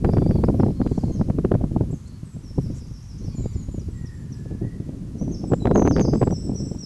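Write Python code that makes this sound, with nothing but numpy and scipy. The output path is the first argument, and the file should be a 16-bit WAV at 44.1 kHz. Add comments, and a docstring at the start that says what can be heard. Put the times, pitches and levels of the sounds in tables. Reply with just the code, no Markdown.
"""A pine wood, on a phone's microphone, under the steady hiss of the trees. A gust knocks on the
microphone at once and overloads it until it ticks; small birds call high overhead, a distant one gives
reedy cries, and dry leaves rustle faintly underfoot. The wind sinks to a low rumble, the birds call on
in series, scattered into soft tails by trunks and crowns, and far off one draws a long, low whistle.
Last comes a second, faster gust, with the loudest calls above it."""
import sys
import numpy as np
from scipy import signal
from scipy.fft import rfft, irfft
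from scipy.io import wavfile
from scipy.ndimage import uniform_filter1d, map_coordinates

SR = 44100
rng = np.random.default_rng(int(sys.argv[2]) if len(sys.argv) > 2 else 0)


def master_out(mix):
    """Clip the mix to full scale and print it as 16-bit PCM to the path in sys.argv[1]."""
    frames = np.transpose(np.atleast_2d(mix))
    ceiling = np.clip(frames, -1, 1)
    pcm = np.round(ceiling * 32767).astype(np.int16)
    wavfile.write(sys.argv[1], SR, pcm)


N = 302085
T = np.arange(N) / SR

# Eddies that strike the microphone. Each row: time in seconds, knock level in dB, tick level in dB.
STRIKES = [(0.047, -12, -15.5), (0.052, -18.5, -20), (0.092, -13.5, -30), (0.136, -16.5, -24),
           (0.17, -16, -23), (0.184, -18.5, -19), (0.221, -16, -27), (0.264, -16, -47), (0.311, -18.5, -26),
           (0.357, -19, -27.5), (0.388, -24.5, -43.0), (0.439, -11, -19), (0.487, -9.5, -29),
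           (0.5, -16.5, -44), (0.546, -18, -45), (0.6, -11, -23.0), (0.634, -9, -41), (0.664, -19, -22),
           (0.685, -19.5, -40.5), (0.804, -18.5, -44.0), (0.816, -13, -25.5), (0.865, -14.5, -20.5),
           (0.917, -19.5, -41), (0.98, -16, -49), (1.038, -18, -40), (1.109, -24.5, -53.0),
           (1.214, -13, -43), (1.301, -17, -27.0), (1.387, -17, -24), (1.45, -11.5, -30.5),
           (1.518, -8.5, -46), (1.542, -14.5, -26), (1.552, -19, -30), (1.612, -25.5, -41),
           (1.641, -19, -56), (1.764, -14, -53), (1.81, -18.5, -53.0), (1.929, -33.5, -57),
           (2.584, -17.5, -53), (3.282, -37.5, -60), (3.459, -29, -48.0), (5.28, -29.5, -53.0),
           (5.521, -14.5, -34.5), (5.536, -9.5, -21), (5.656, -11.5, -19), (5.672, -9, -18.5),
           (5.713, -11, -16.0), (5.758, -6.5, -17), (5.779, -11, -27.5), (5.796, -11.5, -23.5),
           (5.821, -8, -28), (5.853, -14.5, -26), (5.863, -15.5, -17), (5.876, -10.5, -11.5),
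           (5.911, -16, -19.5), (5.965, -13, -13), (5.983, -16, -22.0), (5.996, -14, -15.5),
           (6.011, -13, -21), (6.051, -17, -27.5), (6.083, -18.5, -49.5), (6.136, -12, -24),
           (6.153, -17.5, -27), (6.217, -12.5, -28), (6.227, -9.5, -16), (6.274, -14, -23.5),
           (6.308, -23, -24), (6.326, -20.5, -42.5), (6.496, -25, -52)]
# Wind at the microphone. Each row: time in seconds, strength of the flow in dB.
FLOW = [(0.0, -31.5), (0.05, -24), (.68, -24), (.76, -30), (1.85, -29), (2.06, -40.5), (2.54, -38),
        (2.62, -26.5), (2.98, -43), (3.26, -36), (4.3, -36.5), (5.62, -28.5), (5.76, -21), (6.73, -31.5),
        (6.85, -43)]
# Faster air lifts the second gust in pitch. Each row: time in seconds, relative speed.
AIR_SPEED = [(1.9, 0.97), (3.8, 0.92), (5.2, 1.1)]


def eddies(per_s=11, small_db=-4, scatter_db=3):
    """Every eddy that strikes, as (seconds, dB): the listed ones, and random ones that follow the flow."""
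    chance = rng.random((int(per_s * N / SR), 2))
    times = chance[:, 0] * N / SR
    db = np.interp(times, *np.transpose(FLOW)) + small_db + scatter_db * (2 * chance[:, 1] - 1)
    return [(centre, knock_db) for centre, knock_db, _ in STRIKES] + list(zip(times, db))


def buffets(core_db=1.5, thump_db=-5, puff_db=-8, body_growth=0.46):
    """Each eddy knocks on the microphone: a short swing of pressure, a low thump just after, and a puff."""
    core_hz, core_s, thump_hz = 480, 0.00056, 105  # at a relative speed of 1
    thump_s, lag_s = 0.0028, 0.0038
    out, pattern = np.zeros(N), turbulence()
    t = np.arange(-SR // 40, SR // 40) / SR
    for centre, db in eddies():
        air, flow_db = (np.interp(centre, *np.transpose(curve)) for curve in (AIR_SPEED, FLOW))
        # the form of the swing depends on where the eddy passes the port
        side = np.sign(rng.random() - .5)
        pace = air * np.exp(0.074 * rng.standard_normal())
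        core = side * bell(t * pace, core_s) * np.sin(2 * np.pi * core_hz * pace * t)
        thump = bell(t - lag_s, thump_s) * np.cos(2 * np.pi * (thump_hz * air * t + rng.random()))
        thump /= air ** 2
        swell = bell(t - lag_s / 2, 0.013 * 2 ** (flow_db / 20))  # longer in strong flow
        puff_speed = air * 1.85 * 2 ** (db / 45)
        i = rng.integers(len(pattern) - SR)
        puff = swell * sweep(pattern[i:i + SR // 2], np.full(len(t), puff_speed))
        puff *= np.linalg.norm(swell) / np.linalg.norm(puff)
        body = undb(body_growth * db) * (undb(thump_db) * thump + undb(puff_db) * puff)
        add(out, centre + t[0], undb(db + core_db) * core + body)
    return out


def ticks(pressure, typical_width_s=0.0005, rebound_s=0.0068, rebound_db=-9):
    """Overload bites a narrow cap out of the wave at each listed strike; the swing back ticks softly."""
    out = np.zeros(N)
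    for start, _, db in STRIKES:
        rebound_at = start + rebound_s * (.5 + rng.random())
        for at, level_db in (start, db), (rebound_at, db + rebound_db):
            width = int(typical_width_s * np.exp(0.45 * rng.standard_normal()) * SR) + 2
            cap = (1 - np.linspace(-1, 1, width) ** 2) ** 1.02
            add(out, at, -np.copysign(undb(level_db), pressure[int(at * SR)]) * cap)
    return out


def turbulence():
    """The pattern of pressure that the air carries past the microphone."""
    # Spectrum at full flow. Each row: frequency in Hz, level in dB.
    spectrum = [(50, -12), (140, -1), (280, -8), (450, -21), (700, -34), (1200, -63), (3000, -64),
                (9000, -108)]
    return colour(rng.standard_normal(2 ** 18), spectrum)


def sweep(pattern, speed):
    """Faster air sweeps the pattern past sooner, so it sounds brighter."""
    return map_coordinates(pattern, [np.cumsum(speed)], order=3, mode="grid-wrap")


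def rumble(full_db=-22, gustiness_db=3.5, doubling_db=65):
    """The flow over the microphone sets loudness and brightness of the rumble between the knocks."""
    db = np.interp(T, *np.transpose(FLOW)) + gustiness_db * walk(T, 45)
    speed = np.interp(T, *np.transpose(AIR_SPEED)) * 2 ** ((db - full_db) / doubling_db)
    return undb(db) * sweep(turbulence(), speed)


def deep_bass(trim_db=-2.5, thinning_db=40):
    """The largest, slowest swirls press on the microphone; they thin out as the air speeds up."""
    # Spectrum of the swirls. Each row: frequency in Hz, level in dB.
    spectrum = [(12, -44), (40, 6), (85, 3), (140, -0.5), (450, -53.5)]
    doublings = np.log2(np.interp(T, *np.transpose(AIR_SPEED)))
    db = np.interp(T, *np.transpose(FLOW)) - thinning_db * doublings
    return colour(rng.standard_normal(N), spectrum) * undb(db + trim_db)


def birds(beam_db=28, direct_db=-3.5, twigs_db=-6, trunks_db=-4.5, far_echo_db=8):
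    """Every note arrives directly, smeared by the twigs round the bird, and again from the trunks."""
    far = low_whistle()
    direct, scattered = far * undb(direct_db), far * undb(far_echo_db)
    for start, note, contour, db, echo_db in [*call_series(), *lone_tones(), *reedy_cries()]:
        # the top of a note is its strongest part and is beamed at the microphone
        top_db = beam_db * (contour - contour.mean())
        add(direct, start, note * undb(db + direct_db + top_db))
        add(scattered, start, note * undb(db + echo_db))
    twigs = wood_echo(direct, t60=.08, build_s=.003)
    trunks = wood_echo(scattered, t60=.7, build_s=.012)
    return direct + undb(twigs_db) * twigs + undb(trunks_db) * trunks


def call_series(pitch_scatter=.008):
    """High in the crowns, small birds each repeat one note at an even pace."""
    # Repeated calls. Each row: start in seconds, number of notes, period and note length in seconds,
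    # top pitch in Hz, level in dB, swell per note in dB, echo in dB, shape.
    series = [ (.11, 3, .161, .03, 5670, -52, -.8, -4, "rise"),
              (.589, 2, .382, .045, 5900, -55.5, -1, -1, "fall"),
              (2.552, 5, .157, 0.0097, 6740, -58, 1.5, 5, "rise"),
              (2.612, 5, .155, .065, 6080, -57, .6, 1, "fall"),
              (3.528, 4, .263, .032, 6150, -56, 1.8, -5, "fall"),
              (3.557, 2, .15, 0.09, 7240, -54, -3.5, -4, "sag"),
              (3.898, 3, 0.22, 0.14, 7800, -62.5, -2.5, -8, "sag"),
              (5.872, 2, .122, .085, 6380, -41, 1.2, 0, "hook"),
              (6.124, 3, 0.22, 0.15, 7980, -54.5, -0.5, 3.5, "bow"),
              (6.3, 3, 0.24, 0.082, 5880, -42, 1.1, 1, "step"), ]
    for start, count, period, length, hz, db, swell_db, echo_db, shape in series:
        for k in range(count):
            pitch = hz * (1 + pitch_scatter * rng.standard_normal())
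            yield start + k * period, *bird_note(length, pitch, shape), db + k * swell_db, echo_db


def lone_tones(echo_db=0.5):
    """Chirps of the small birds and, near 2.5 kHz, a faint falling overtone of the distant reedy cries."""
    # The tones. Each row: start and length in seconds, top pitch in Hz, level in dB, shape.
    tones = [ (1.112, .085, 6570, -55, "hook"), (1.905, 0.06, 7880, -56.5, "peak"),
             (2.042, 0.09, 4440, -62, "lift"), (2.239, 0.12, 8150, -62, "sag"),
             (2.427, .1, 6050, -55, "scoop"), (3.299, .3, 2504, -67.5, "fall"),
             (3.339, 0.11, 7200, -53, "flat"), (3.35, 0.12, 7490, -57, "bow"),
             (5.177, 0.058, 6300, -50.5, "dip"), (5.308, 0.061, 6470, -46, "hook"),
             (5.465, 0.086, 8020, -51.5, "step"), (5.592, .08, 4100, -51.5, "flat"),
             (5.738, .08, 6580, -39, "step"), ]
    for start, length, hz, db, shape in tones:
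        yield start, *bird_note(length, hz, shape), db, echo_db


def reedy_cries(echo_db=-1.5):
    """Farther off, one bird cries on a lower tone, reedy with harmonics."""
    # The cries. Each row: start and length in seconds, top fundamental in Hz, level in dB, shape.
    cries = [ (.045, .265, 1212, -57, "flat"), (.31, .12, 1215, -58, "warble"),
             (.6, .12, 1150, -62, "scoop"), (.74, .18, 1085, -61, "sag"), (.79, .2, 1225, -64.5, "sag"),
             (.87, .42, 1095, -63.5, "sag"), (3.2, .08, 1240, -63, "rise"),
             (3.28, .21, 1175, -61.5, "fall"), (3.42, .26, 1250, -64.5, "fall"), ]
    # Their harmonics. Each row: multiple of the fundamental, level in dB.
    partials = [(1, -5), (2, -12.5), (3, -12), (4, -2)]
    for start, length, hz, db, shape in cries:
        yield start, *bird_note(length, hz, shape, partials, waver=0.004, flutter_db=1.5), db, echo_db


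def bird_note(length, hz, shape, partials=((1, 0),), waver=0.0075, flutter_db=4.0):
    """One note and its pitch contour: a gliding tone that trembles in pitch and strength."""
    # Contours by name. Each entry: pitch as a share of the top pitch, at even steps through the note.
    shapes = { "fall": [1, .89, .76], "rise": [.8, .87, 1], "hook": [.97, 1, .95, .85, .75, .7], "peak":
              [.83, .96, 1, .85, .79, .8], "sag": [1, .97, .91], "scoop": [1, .91, .88, .87], "bow": [.91,
              .99, 1, .98, .92], "step": [.94, 1, .98, .915, .9, .91], "lift": [.84, .98, 1, .99], "dip":
              [1, .9, .94, .98, 1], "flat": [1, .97, .95, .99], "warble": [1, .89, 1, .88, .84, .84], }
    t = np.arange(int(length * SR)) / SR
    steps = np.linspace(0, 1, len(shapes[shape]))
    contour = uniform_filter1d(np.interp(t / length, steps, shapes[shape]), len(t) // 6, mode="nearest")
    phase = 2 * np.pi * np.cumsum(hz * contour * (1 + waver * walk(t, 252.6))) / SR
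    tone = sum(undb(db) * np.sin(k * phase) for k, db in partials)
    envelope = signal.windows.tukey(len(t), .3) * undb(flutter_db * walk(t, 175.5))
    return unit(envelope) * np.sqrt(2) * tone, contour


def low_whistle(waver=0.0227, flutter_db=3):
    """A far bird slides slowly down and up on one wavering tone."""
    # Course of the whistle. Each row: time in seconds, pitch in Hz, level in dB.
    course = [(3.93, 1985, -69), (4.057, 1881, -60), (4.25, 1680, -72), (4.422, 1718, -62),
              (4.599, 1706, -72), (4.65, 1950, -58), (4.76, 1944, -84)]
    times, hz, db = np.transpose(course)
    pitch = np.interp(T, times, hz) * (1 + waver * walk(T, 150))
    strength = np.interp(T, times, undb(db), left=0, right=0) * undb(flutter_db * walk(T, 25.2))
    return strength * np.sin(2 * np.pi * np.cumsum(pitch) / SR)


def wood_echo(x, t60, build_s):
    """The wood scatters a call into a dense echo that builds up and dies away."""
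    t = T[:SR]
    echo = rng.standard_normal(SR) * (1 - np.exp(-t / build_s)) * np.exp(-np.log(1000) * t / t60)
    return signal.fftconvolve(x, echo / np.linalg.norm(echo))[:N]


def leaves():
    """Underfoot, dry leaves give way in clusters of tiny cracks."""
    # The rustles. Each row: start in seconds, length in seconds, level in dB.
    rustles = [(.72, 0.52, -57.5), (2.07, 0.022, -53), (2.723, 0.1, -51.5)]
    envelope = np.zeros(N)
    cracks = rng.standard_normal(N) * undb(2.2 * rng.exponential(size=N))
    crackle = colour(cracks, [(500, 6), (3000, -13), (5000, -4.0), (7000, 4), (11000, -16)])
    for start, length, db in rustles:
        add(envelope, start, np.hanning(int(length * SR)) * undb(db))
    return envelope * crackle


def trees(level_db=-59):
    """Air in the crowns: a smooth, steady hiss behind everything."""
    # Spectrum of the hiss. Each row: frequency in Hz, level in dB.
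    spectrum = [(100, -65), (500, -18.5), (1000, -14.5), (2000, -21), (3500, -24), (6000, -21.5),
                (9000, -26), (12000, -30)]
    return colour(rng.standard_normal(N), spectrum) * undb(level_db)


def undb(db):
    """Decibels to gain."""
    return 10 ** (np.asarray(db) / 20)


def unit(x):
    """Scale to rms 1."""
    return x / np.sqrt(np.mean(x ** 2))


def add(out, start, x):
    """Mix a sound in at a time in seconds."""
    i = max(int(start * SR), 0)
    out[i:i + len(x)] += x[:max(N - i, 0)]


def colour(x, spectrum):
    """Filter by (Hz, dB) points; rms 1."""
    hz, db = np.transpose(spectrum)
    f = np.maximum(np.fft.rfftfreq(len(x), 1 / SR), 1)
    gain = undb(np.interp(np.log(f), np.log(hz), db))
    return unit(irfft(rfft(x) * gain, len(x)))


def walk(t, rate):
    """A random level that moves about rate times a second."""
    return np.interp(t * rate, np.arange(4096), rng.standard_normal(4096))


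def bell(t, width):
    """A smooth swell round time zero."""
    return np.exp(-(t / width) ** 2 / 2)


def scene():
    """Birds overhead, leaves below, wind on the microphone; one channel."""
    return (birds() + leaves() + trees() + deep_bass() + rumble() + buffets())[None]


def record(dry):
    """The strongest buffets flatten against the microphone's limit, ticks join them, the top is cut."""
    limit, top_hz = .365, 11900
    flattened = dry / (1 + (dry / limit) ** 8) ** (1 / 8)
    lowpass = signal.ellip(10, .2, 80, top_hz, fs=SR, output="sos")
    return signal.sosfilt(lowpass, flattened + ticks(dry[0]))


dry = scene()
out = record(dry)
master_out(out)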